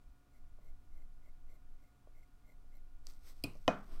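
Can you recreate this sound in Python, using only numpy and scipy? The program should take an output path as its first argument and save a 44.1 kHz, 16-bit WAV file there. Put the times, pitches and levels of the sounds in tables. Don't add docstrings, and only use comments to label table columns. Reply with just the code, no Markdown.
import sys
import numpy as np
from scipy import signal
from scipy.fft import rfft, irfft
from scipy.io import wavfile

SR = 44100
rng = np.random.default_rng(int(sys.argv[2]) if len(sys.argv) > 2 else 0)


def wrap_up_sound(samples):
    columns = np.atleast_2d(samples).T
    tamed = np.clip(columns, -1, 1)
    steps = np.round(tamed * 32767).astype(np.int16)
    wavfile.write(sys.argv[1], SR, steps)


N = 176400
TIME = np.arange(N) / SR
AFTER = np.arange(SR // 2) / SR

# frequency in Hz, gain in dB, t60 in seconds.
POT_MODES = [(354, -4.5, 0.026), (488, -4, 0.034), (607, -2, 0.052), (760, -3.5, 0.012), (1140, -12, 0.035)]


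def scraping(attack_s=0.043, release_s=0.029, catch_s=0.0059, grip_hz=140, grip_spread_db=1.5):
    # start and length in seconds, then the levels of ring, hiss and pot in dB.
    strokes = [(0.304, .10, -85, -85, -81.5), (0.596, 0.13, -81, -84, -77), (0.903, 0.15, -82, -84.5, -79),
               (1.207, 0.11, -78.5, -85.5, -82), (1.467, 0.12, -79.5, -82, -77.5),
               (1.779, 0.13, -82.5, -87, -83), (2.127, 0.095, -78.5, -84, -81.5),
               (2.43, 0.12, -78.5, -83, -77.5), (2.695, 0.1, -80.5, -84, -80)]
    # time in seconds, ring level in dB, hiss level in dB.
    catches = [(.36, -71, -82), (1.02, -79, -81), (1.275, -80, -84), (2.234, -71.5, -81), (2.503, -70, -82),
               (2.757, -78, -77.5)]
    # frequency in Hz, relative gain in dB, t60 in seconds.
    blade_modes = [(4140, -2, 0.0099), (5820, -3, 0.012), (6450, -10, 0.011), (7570, -2, .015),
                   (8300, -6, 0.0079), (9070, -2.5, .009), (11270, -1, 0.0085), (12400, 3, .008),
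                   (13350, -8, 0.021), (13800, -1, .008), (15500, -4, 0.0061)]
    ring_level, hiss_level, pot_level = np.zeros((3, N))
    for start, length, ring_db, hiss_db, pot_db in strokes:
        pressure = np.clip(np.minimum((TIME - start) / attack_s, (start + length - TIME) / release_s), 0, 1)
        ring_level += from_db(ring_db) * pressure
        hiss_level += from_db(hiss_db) * pressure
        pot_level += from_db(pot_db) * pressure
    for s, ring_db, hiss_db in catches:
        ring_level = np.maximum(ring_level, swell(s, catch_s, catch_s, ring_db))
        hiss_level = np.maximum(hiss_level, swell(s, catch_s, catch_s, hiss_db))
    smoothing = signal.butter(2, grip_hz, fs=SR, output="sos")
    grip = rms_one(signal.sosfilt(smoothing, rng.standard_normal(N)))
    slips = grains() * from_db(grip_spread_db * grip)
    blade_band = signal.butter(2, [2027, 2187], "band", fs=SR, output="sos")
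    blade = ring_level * rms_one(signal.sosfilt(blade_band, slips))
    hiss = hiss_level * rms_one(ring(slips, blade_modes))
    hollow = pot_level * rms_one(ring(slips, POT_MODES))
    return blade + hiss + hollow


def touches(room_db=-14.5):
    # time in seconds, strength in dB.
    bumps = [(.585, -61), (1.275, -64), (1.531, -62), (2.071, -55.5), (2.642, -66), (3.551, -54.5),
             (3.558, -54.5)]
    ticks = [(3.069, -38), (3.081, -66), (3.093, -64), (3.099, -57), (3.101, -54), (3.118, -63),
             (3.1365, -59), (3.535, -60), (3.554, -61), (3.571, -62)]
    # frequency in Hz, gain in dB, t60 in seconds.
    tick_modes = [(594, -24.5, 0.016), (1150, -22, 0.013), (2640, -11.5, 0.0019), (4620, -1.5, .006),
                  (5900, 0, 0.0032), (6600, -4, 0.0042), (7700, -4, 0.002), (11600, -12.5, 0.0024),
                  (14800, -17, .003)]
    direct = ring(clicks(bumps), POT_MODES) + ring(clicks(ticks), tick_modes)
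    room = reverberation([(100, 0), (16000, 0)])
    room /= np.sqrt(np.sum(room ** 2))
    return direct + from_db(room_db) * signal.fftconvolve(direct, room)[:N]


def hands():
    # frequency in Hz, relative level in dB.
    slide_colour = [(180, -26), (300, -0.5), (337, -2), (462, -8.5), (546, -5), (614, -13), (787, -10),
                    (1100, -9.5), (1390, -8), (1640, -17), (1930, -7), (2840, -16), (3890, -10),
                    (5250, -8.5), (6410, -11.5), (7200, -19.5), (7690, -10), (9090, -13), (10400, -22),
                    (11900, -11.5), (16000, -21)]
    reach_colour = [(59, -27), (100, -8), (322, 0.5), (558, -16), (691, -4), (818, -16), (1330, -9),
                    (1610, -18), (2420, -22), (2990, -20), (3700, -24), (5080, -22.5), (7140, -36),
                    (8110, -27), (9820, -35), (12400, -31), (16000, -36)]
    # time in seconds, level in dB.
    rustle_levels = [(3.0, -100), (3.08, -82.5), (3.36, -76), (3.6, -78.5), (3.82, -79), (3.95, -75)]
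    peel = swell(3.092, rise_s=0.023, fall_s=0.034, db=-70)
    slide = swell(3.29, rise_s=0.03, fall_s=0.025, db=-63.5)
    reach = swell(3.942, rise_s=0.043, fall_s=0.045, db=-60.5)
    crackle = coloured(grains(), slide_colour) * (peel + fader(rustle_levels))
    return crackle + noise(slide_colour) * slide + noise(reach_colour) * reach


def tool_clack():
    # time in seconds, strength in dB.
    contacts = [(3.4386, 0), (3.4398, -8), (3.4416, -7)]
    # frequency in Hz, gain in dB, t60 in seconds.
    tool_modes = [(2500, -41, 0.1), (2770, -41, 0.023), (3220, -45.5, 0.029), (4110, -42.5, 0.015),
                  (4820, -31, 0.021), (5220, -46, 0.01), (7300, -56, .025), (9100, -39, 0.012),
                  (9900, -43, 0.013), (11300, -44, .014), (12600, -45, .014), (15300, -47, .012)]
    table_modes = [(67, -49, .2), (118, -38, .12), (290, -33, 0.095), (390, -54, 0.14), (496, -43, 0.048),
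                   (690, -44.5, 0.06)]
    # frequency in Hz, relative level in dB.
    crack = [(880, -54), (1500, -26), (1920, -37), (2440, 19.5), (3310, -13), (3690, -28), (4870, -3),
             (5170, -5), (5660, -21), (6690, -34), (7240, -22), (8080, -23), (8920, -4), (10700, -23),
             (13100, -4), (14300, -24), (16000, -15)]
    tail = [(53, -21), (90, 0.5), (201, -3.5), (278, -3), (338, -11), (410, -6), (521, -14), (606, -15.5),
            (956, -16.5), (1020, -15.5), (1270, -17.5), (1750, -33), (2530, -14), (3590, -32), (4170, -20),
            (6720, -37), (7330, -27.5), (12900, -37), (16000, -47)]
    clack = blow(contacts, tool_modes, crack, tail, crack_db=-32.5, crack_t60=0.029, tail_db=-44)
    thud = ring(clicks([(3.4405, 0)]), table_modes)
    return clack + thud


def board_knock():
    # time in seconds, strength in dB.
    contacts = [(3.679, 1), (3.6824, -16)]
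    # frequency in Hz, gain in dB, t60 in seconds.
    board_modes = [(68, -55, 0.41), (124, -38.5, 0.145), (197.8, -43, 0.41), (292, -25.5, 0.038),
                   (498, -26, 0.073), (630, -22.5, 0.066), (675, -23.5, 0.06), (716, -22.5, 0.073),
                   (810, -29, 0.044), (1023, -23.5, 0.045), (1346, -36.5, 0.091), (1850, -30.5, 0.035),
                   (2110, -39, 0.033), (2490, -37.5, 0.14), (3000, -31, 0.02), (3930, -38, 0.018),
                   (4500, -41, 0.015), (5200, -34.5, 0.011), (5850, -51, .07), (6100, -36.5, .011)]
    # frequency in Hz, relative level in dB.
    crack = [(880, -38), (1500, -9), (1870, -6), (2720, -18), (3030, 9), (3380, -16), (3920, -17),
             (4240, -19), (6240, -18), (6760, -42), (7390, -21), (10600, -25), (11900, -23), (14800, -42),
             (16000, -62)]
    tail = [(35, -35), (60, -16), (274, -0.5), (338, -13), (398, -4.5), (527, -10.5), (607, -2), (767, -5),
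            (882, -6), (968, -14), (1060, -4.5), (1340, -7.5), (1440, -9.5), (1950, -21), (2520, -23.5),
            (2710, -31), (2970, -24.5), (4220, -34), (6000, -31.5), (6430, -35.5), (16000, -66)]
    return blow(contacts, board_modes, crack, tail, crack_db=-32, crack_t60=.018, tail_db=-32.5)


def blow(contacts, modes, crack, tail, crack_db, crack_t60, tail_db):
    burst = from_db(crack_db) * noise(crack, size=len(AFTER)) * dying(crack_t60)
    room = from_db(tail_db) * reverberation(tail)
    return ring(clicks(contacts), modes) + placed(burst + room, contacts[0][0])


def reverberation(colour, build_s=.004):
    # band centre in Hz, t60 in seconds.
    bands = [(100, 0.48), (300, .32), (800, 0.28), (1500, 0.33), (3000, 0.32), (6000, 0.21), (14000, 0.3)]
    spectrum = rfft(noise(colour, size=len(AFTER)))
    centres = np.log(np.array(bands)[:, 0])
    out = 0
    for share, (_, t60) in zip(np.eye(len(bands)), bands):
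        band_gain = np.interp(log_hz(len(AFTER)), centres, share)
        out += irfft(spectrum * band_gain, len(AFTER)) * dying(t60)
    return out * (1 - np.exp(-AFTER / build_s))


def room_tone(db=-68.5):
    # frequency in Hz, relative level in dB.
    colour = [(30, 20.5), (55, 21), (85, 14), (125, 11.5), (160, 6.5), (250, 9.5), (380, 1), (680, -3.5),
              (900, -3.5), (1200, -1), (1500, -7.5), (1650, -8.5), (2400, -11.5), (4000, -14), (8000, -17),
              (15000, -19.5)]
    return from_db(db) * noise(colour)


def table_wobble():
    # time in seconds, level in dB.
    levels = [(0.0, -59.5), (0.08, -45), (0.24, -63), (0.51, -43.5), (1.68, -51.5), (2.04, -57.5),
              (2.1, -51), (2.42, -53), (3.27, -43), (3.82, -48), (3.91, -39.5), (4.0, -38.5)]
    # frequency in Hz, relative level in dB.
    colour = [(5, -25), (11, -2.5), (15, 1.5), (21, -12), (33, -18.5), (55, -25), (80, -38.5), (120, -48),
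              (300, -89)]
    return fader(levels) * noise(colour)


def electrical_hum(waver_share=.001):
    # frequency in Hz, rms level in dB.
    tones = [(123.8, -78), (280, -83.5), (719, -85.5), (1438, -87.5), (2396, -99)]
    waver = noise([(4, 0), (40, -60), (400, -120)])
    phase = 2 * np.pi * np.cumsum(1 + waver_share * waver) / SR
    return sum(from_db(db) * np.sqrt(2) * np.sin(hz * phase) for hz, db in tones)


def grains(per_s=1800, spread_db=3.5):
    sizes = from_db(spread_db * np.minimum(rng.exponential(1, N), 4)) * rng.choice([-1, 1], N)
    return sizes * (rng.random(N) < per_s / SR)


def clicks(rows):
    out = np.zeros(N)
    for s, db in rows:
        out[int(s * SR)] += from_db(db)
    return out


def ring(drive, modes):
    out = np.zeros(N)
    for k, (hz, db, t60) in enumerate(modes):
        radius, angle = from_db(-60 / (t60 * SR)), 2 * np.pi * hz / SR
        feedback = [1, -2 * radius * np.cos(angle), radius * radius]
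        out += (-1) ** k * from_db(db) * signal.lfilter([0, np.sin(angle)], feedback, drive + 1e-18)
    return out


def coloured(x, colour):
    hz, db = np.transpose(colour)
    gain = from_db(np.interp(log_hz(len(x)), np.log(hz), db))
    return rms_one(irfft(rfft(x) * gain, len(x)))


def noise(colour, size=N):
    return coloured(rng.standard_normal(size), colour)


def swell(peak_s, rise_s, fall_s, db):
    width_s = np.where(TIME < peak_s, rise_s, fall_s)
    return from_db(db) * np.exp(-.5 * np.minimum(((TIME - peak_s) / width_s) ** 2, 60))


def fader(levels):
    return from_db(np.interp(TIME, *np.transpose(levels)))


def dying(t60):
    return np.exp(-np.minimum(np.log(1000) * AFTER / t60, 40))


def placed(x, start_s):
    return np.concatenate([np.zeros(int(start_s * SR)), x, np.zeros(N)])[:N]


def log_hz(size):
    return np.log(np.maximum(np.fft.rfftfreq(size, 1 / SR), 1))


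def from_db(db):
    return np.exp(np.asarray(db) * (np.log(10) / 20))


def rms_one(x):
    return x / np.sqrt(np.mean(x ** 2) + 1e-30)


def scene():
    work = scraping() + touches() + hands() + tool_clack() + board_knock()
    background = room_tone() + table_wobble() + electrical_hum()
    return (work + background)[None]


def record(dry, cutoff_hz=15800):
    return signal.sosfilt(signal.ellip(10, .1, 70, cutoff_hz, fs=SR, output="sos"), dry)


dry = scene()
out = record(dry)
wrap_up_sound(out)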